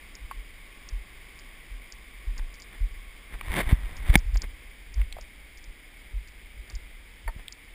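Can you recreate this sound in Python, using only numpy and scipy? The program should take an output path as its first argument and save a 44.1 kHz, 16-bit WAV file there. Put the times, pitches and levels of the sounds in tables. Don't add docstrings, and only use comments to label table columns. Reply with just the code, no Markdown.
import sys
import numpy as np
from scipy import signal
from scipy.fft import rfft, irfft, next_fast_len
from scipy.io import wavfile
from scipy.ndimage import map_coordinates

SR = 44100
rng = np.random.default_rng(int(sys.argv[2]) if len(sys.argv) > 2 else 0)


def file_out(sig):
    cols = np.atleast_2d(sig).T
    lim = np.clip(cols, -1, 1)
    pcm = np.round(lim * 32767).astype(np.int16)
    wavfile.write(sys.argv[1], SR, pcm)


N = 341334

# start_s, level_db
PEBBLE_TICKS = [(0.1526, -29.5), (0.8886, -29.5), (1.3902, -36), (1.9229, -28), (2.3797, -29.5),
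                (2.5417, -36.5), (2.6, -36), (2.621, -31), (3.9674, -34), (4.176, -31), (4.188, -31),
                (4.3433, -35), (4.372, -24.5), (4.4192, -21), (4.9412, -33), (5.2116, -34.5), (5.574, -39),
                (5.641, -36.5), (6.275, -43), (6.6997, -31.5), (6.7526, -30.5), (7.524, -27)]
# start_s, level_db, pitch_hz, t60_s, brightness_db, grit_db
KNOCK_HITS = [(0.3117, -26, 1100, 0.033, -7.5, -6), (3.411, -29, 1170, 0.015, 10.5, -2),
              (5.016, -38.5, 1100, 0.014, 18.5, -7), (5.166, -34, 790, 0.023, -14, 3),
              (5.185, -37, 644, 0.032, -3, 1.5), (7.2774, -31.5, 913, 0.072, 3.5, -0.5),
              (7.280, -38, 625, 0.06, -24, -2)]
# pitch_ratio, level_db, t60_ratio
KNOCK_MODES = [(1, 1, 1), (2.005, -2, 0.72), (2.35, 5.5, 0.22)]
# centre_s, level_db, pitch_hz, half_length_s
MOUNT_SWINGS = [(0.251, -30.5, 43.6, 0.01), (0.392, -31.5, 42, 0.03), (0.954, -24.5, 40.4, 0.031),
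                (1.742, -28.5, 34.5, 0.028), (2.301, -22, 39.3, 0.032), (2.422, -24.5, 29.4, 0.05),
                (2.836, -17.5, 36, .022), (3.354, -29.5, 37, 0.016), (3.504, -19, 42.2, 0.0086),
                (4.174, -14, 49.3, 0.019), (4.289, -17, 40.5, .018), (4.363, -15, 40, 0.019),
                (5.005, -15, 48.7, 0.031), (5.703, -32, 35.4, 0.019), (6.168, -21.5, 45.4, 0.023),
                (6.6, -29.5, 45.7, 0.017), (6.763, -22, 39.2, 0.014), (7.287, -23.5, 38.7, 0.026)]
# frequency_hz, gain_db
TREMOR_EQ = [(12, -14), (24, -1.5), (38, 1.5), (55, -5), (80, -19), (130, -31), (300, -54), (600, -120)]
# start_s, level_db, centre_hz
MOUNT_SNAPS = [(5.1258, -25, 3400), (7.4819, -22.5, 3310)]
# release_s, level_db, rise_s
HAND_RUBS = [(2.395, -43.5, 0.036), (2.755, -49, .08), (3.348, -40.5, 0.046), (3.472, -44, 0.029),
             (3.606, -25.5, 0.13), (3.724, -33, 0.1), (4.108, -34.5, 0.074), (4.149, -28, 0.032),
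             (4.36, -34, 0.013), (4.447, -39.5, 0.048), (5.012, -46, .05), (6.715, -49.5, 0.063),
             (7.402, -46.5, 0.04)]
# frequency_hz, gain_db
SKIN_EQ = [(60, -7), (110, 4), (300, -3), (560, -8), (1100, -3.5), (1400, -8.5), (1800, -1), (2200, 1),
           (2650, -11), (3650, -9.5), (4050, -20), (4600, -20), (5950, -29)]
# centre_s, push_db, half_length_s
HAND_BUMPS = [(3.668, -11, 0.0054), (3.729, -2.5, 0.0018), (4.099, -1, 0.0038), (7.364, -29, 0.0016)]
# start_s, level_db
CASE_CLACKS = [(3.566, -18.5), (3.594, -27), (3.608, -26), (4.1407, -17.5), (4.155, -1), (4.1563, -8)]
# pitch_hz, level_db, t60_s
CASE_MODES = [(180, 3, 0.025), (323, -3, 0.029), (800, -5, 0.015), (1200, -14, 0.012), (1720, 3, 0.0059),
              (2210, 7, 0.012), (3550, 0, 0.011), (4700, -17, 0.01), (5300, -17, 0.0096)]
# time_s, rush_db, hollow_db
STREAM_LEVELS = [(0, -53, -62.5), (3.3, -53.5, -62.5), (4.7, -54, -68), (5.8, -55, -86), (7.7, -55, -73)]
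# frequency_hz, gain_db
RUSH_EQ = [(60, -7), (110, -7.5), (280, -5.5), (650, -12.5), (1350, -14), (1750, -7.5), (2200, -0.5),
           (2750, -11), (3200, -8), (3700, -11.5), (4200, -21.5), (4900, -14), (5500, -22.5), (5980, -35.5)]
# centre_hz, half_width_hz, boost_db
RUSH_PEAKS = [(2210, 240, 2)]

T = np.arange(N) / SR
AROUND = np.arange(-SR // 5, SR // 5) / SR
CLOCK_HZ, TOP_HZ = 12000, 15500
GRIP_START_S, GRIP_END_S, GRIP_FADE_S = 3.6, 4.13, 0.21


def pebbles(trim_db=-1, bounce_db=-6, settle_db=-44, settle_spread_db=1.5, settle_lag_s=0.012):
    out = np.zeros(N)
    chance = rng.standard_normal((len(PEBBLE_TICKS), 2))
    neighbours = [(s + settle_lag_s * abs(lag), settle_db + settle_spread_db * size)
                  for (s, _), (lag, size) in zip(PEBBLE_TICKS, chance)]
    for s, db in PEBBLE_TICKS + neighbours:
        gaps_s = rng.uniform(0.0013, 0.0043, size=3)
        for bounce, delay in enumerate(np.cumsum([0, *gaps_s])):
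            tick = burst(hz=5090, width_hz=870, rise_s=0.0005)
            add(out, s + delay, amp(db + trim_db + bounce_db * bounce) * tick)
    return out


def knocks(ping_hz=4520, ping_db=-15, attack_s=0.00098):
    out, t = np.zeros(N), T[:SR // 10]
    attack = 1 - np.exp(-t / attack_s)
    for s, db, hz, t60, bright_db, grit_db in KNOCK_HITS:
        ring = sum(partial(t, hz * ratio, level + bright_db * (k > 0), share * t60)
                   for k, (ratio, level, share) in enumerate(KNOCK_MODES))
        case_ping = partial(t, ping_hz, ping_db + min(bright_db, 0), t60)
        add(out, s, amp(db) * (ring + case_ping) * attack)
        add(out, s, amp(db + grit_db) * burst(hz=hz, width_hz=0.74 * hz, rise_s=t60 / 14))
    return out


def mount_sway(trim_db=-0.5, heel_db=-11, heel_lead_s=0.0224, rest_db=-50, grip_db=-31, shake_db=-18.5):
    swings = np.zeros(N)
    tremor_power = amp(rest_db) ** 2 + (amp(grip_db) * grip()) ** 2
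    for s, db, hz, half_length in MOUNT_SWINGS:
        start = s + AROUND[0]
        add(swings, start, amp(db + trim_db) * thud(hz, half_length))
        add(swings, start - heel_lead_s, amp(db + heel_db) * thud(hz=61.3, half_length_s=0.01))
        tremor_power += (amp(db + shake_db) * swell(s, s, rise_s=0.2, fall_s=0.36)) ** 2
    tremor = noise(lambda hz: eq(TREMOR_EQ, hz))
    return swings + np.sqrt(tremor_power) * tremor


def case_clacks(crack_db=-12):
    out, t = np.zeros(N), T[:SR // 20]
    for s, db in CASE_CLACKS:
        ring = sum((-1) ** k * partial(t, hz, level + rng.normal(0, 1), t60)
                   for k, (hz, level, t60) in enumerate(CASE_MODES))
        add(out, s, amp(db) * ring / np.abs(ring).max())
        add(out, s, amp(db + crack_db) * burst(hz=2700, width_hz=4300, rise_s=0.00073))
    return out


def hand_bumps(spring_hz=36, damping=0.4):
    push = np.zeros(N)
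    for s, db, half_length in HAND_BUMPS:
        rounded_spike = np.exp(0.5 - np.hypot(AROUND / half_length, 0.5))
        add(push, s + AROUND[0], amp(db) * rounded_spike)
    return filtered(push, lambda hz: hz ** 2 / (spring_hz ** 2 - hz ** 2 + 2j * damping * spring_hz * hz))


def hand_rubs(grains_per_s=1400, hiss_gain=0.64, clump_db=1.6, trim_db=-1, grip_db=-47.5, grind_db=14.5):
    power = (amp(grip_db) * grip()) ** 2
    for s, db, rise in HAND_RUBS:
        stroke = swell(s - 0.15 * rise, s, rise_s=rise, fall_s=0.29 * rise)
        power += (amp(db) * stroke) ** 2
    pressure = np.sqrt(power)
    slips = unit(rng.standard_normal(N) * (rng.random(N) < grains_per_s / SR))
    friction = (slips + hiss_gain * rng.standard_normal(N)) * amp(clump_db * wobble(260))
    rustle = unit(filtered(friction, lambda hz: eq(SKIN_EQ, hz)))
    grind = noise(lambda hz: bell(hz, centre=474, half_width=370))
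    return amp(trim_db) * pressure * rustle + amp(grind_db) * pressure ** 1.83 * grind


def grip():
    return swell(GRIP_START_S, GRIP_END_S, GRIP_FADE_S, GRIP_FADE_S)


def mount_snaps():
    out = np.zeros(N)
    for s, db, hz in MOUNT_SNAPS:
        add(out, s, amp(db) * burst(hz=hz, width_hz=1430, rise_s=0.00055))
    return out


def stream(flutter_db=0.37, rush_trim_db=2, hollow_trim_db=-5):
    times, *faders = np.transpose(STREAM_LEVELS)
    rush_db, hollow_db = [np.interp(T, times, fader) for fader in faders]
    peaks = lambda hz: amp(sum(db * bell(hz, centre, width) for centre, width, db in RUSH_PEAKS))
    rush = noise(lambda hz: eq(RUSH_EQ, hz) * peaks(hz))
    hollow = noise(lambda hz: bell(hz, centre=1110, half_width=90))
    rush *= amp(rush_db + rush_trim_db + flutter_db * wobble(11))
    return rush + hollow * amp(hollow_db + hollow_trim_db)


def burst(hz, width_hz, rise_s):
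    t = T[:SR // 20]
    edges = np.clip([hz - width_hz / 2, hz + width_hz / 2], 100, SR / 2 - 100)
    band = signal.butter(3, edges, "band", fs=SR, output="sos")
    hiss = signal.sosfilt(band, rng.standard_normal(2 * len(t)))[len(t):]
    envelope = t / rise_s * np.exp(1 - t / rise_s)
    click = hiss * envelope
    return 0.5 * np.linalg.norm(envelope) * click / np.linalg.norm(click)


def partial(t, hz, db, t60):
    return amp(db - 60 * t / t60) * np.sin(2 * np.pi * hz * t)


def thud(hz, half_length_s):
    return bell(AROUND, 0, half_length_s) * np.cos(2 * np.pi * hz * AROUND)


def swell(start, end, rise_s, fall_s):
    return amp(-20 * np.maximum(0, np.maximum((start - T) / rise_s, (T - end) / fall_s)))


def wobble(knots_per_s):
    return map_coordinates(rng.standard_normal(int(N * knots_per_s / SR) + 4), [T * knots_per_s])


def noise(response):
    return unit(filtered(rng.standard_normal(N), response))


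def filtered(x, response):
    size = next_fast_len(len(x) + 8192)
    return irfft(rfft(x, size) * response(np.fft.rfftfreq(size, 1 / SR)), size)[:len(x)]


def eq(points, hz):
    point_hz, db = np.transpose(points)
    return amp(np.interp(np.log(hz + 1), np.log(point_hz), db)) * (hz < CLOCK_HZ / 2)


def add(track, s, sound):
    part = track[max(round(s * SR), 0):][:len(sound)]
    part += sound[:len(part)]


def bell(x, centre, half_width):
    return np.exp(-((x - centre) / half_width) ** 2)


def amp(db):
    return 10 ** (np.asarray(db) / 20)


def unit(x):
    return x / np.sqrt(np.mean(x ** 2) + 1e-20)


def scene():
    bed = stream()
    handling = mount_sway() + hand_bumps() + hand_rubs() + case_clacks() + mount_snaps()
    return (bed + handling + knocks() + pebbles())[None]


def record(dry):
    oversampled = signal.resample_poly(dry[0], 4 * CLOCK_HZ, SR)
    staircase = np.repeat(oversampled[::4], 4)
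    gritty = signal.resample_poly(staircase, SR, 4 * CLOCK_HZ)[:N]
    return filtered(gritty, lambda hz: hz < TOP_HZ)[None]


dry = scene()
out = record(dry)
file_out(out)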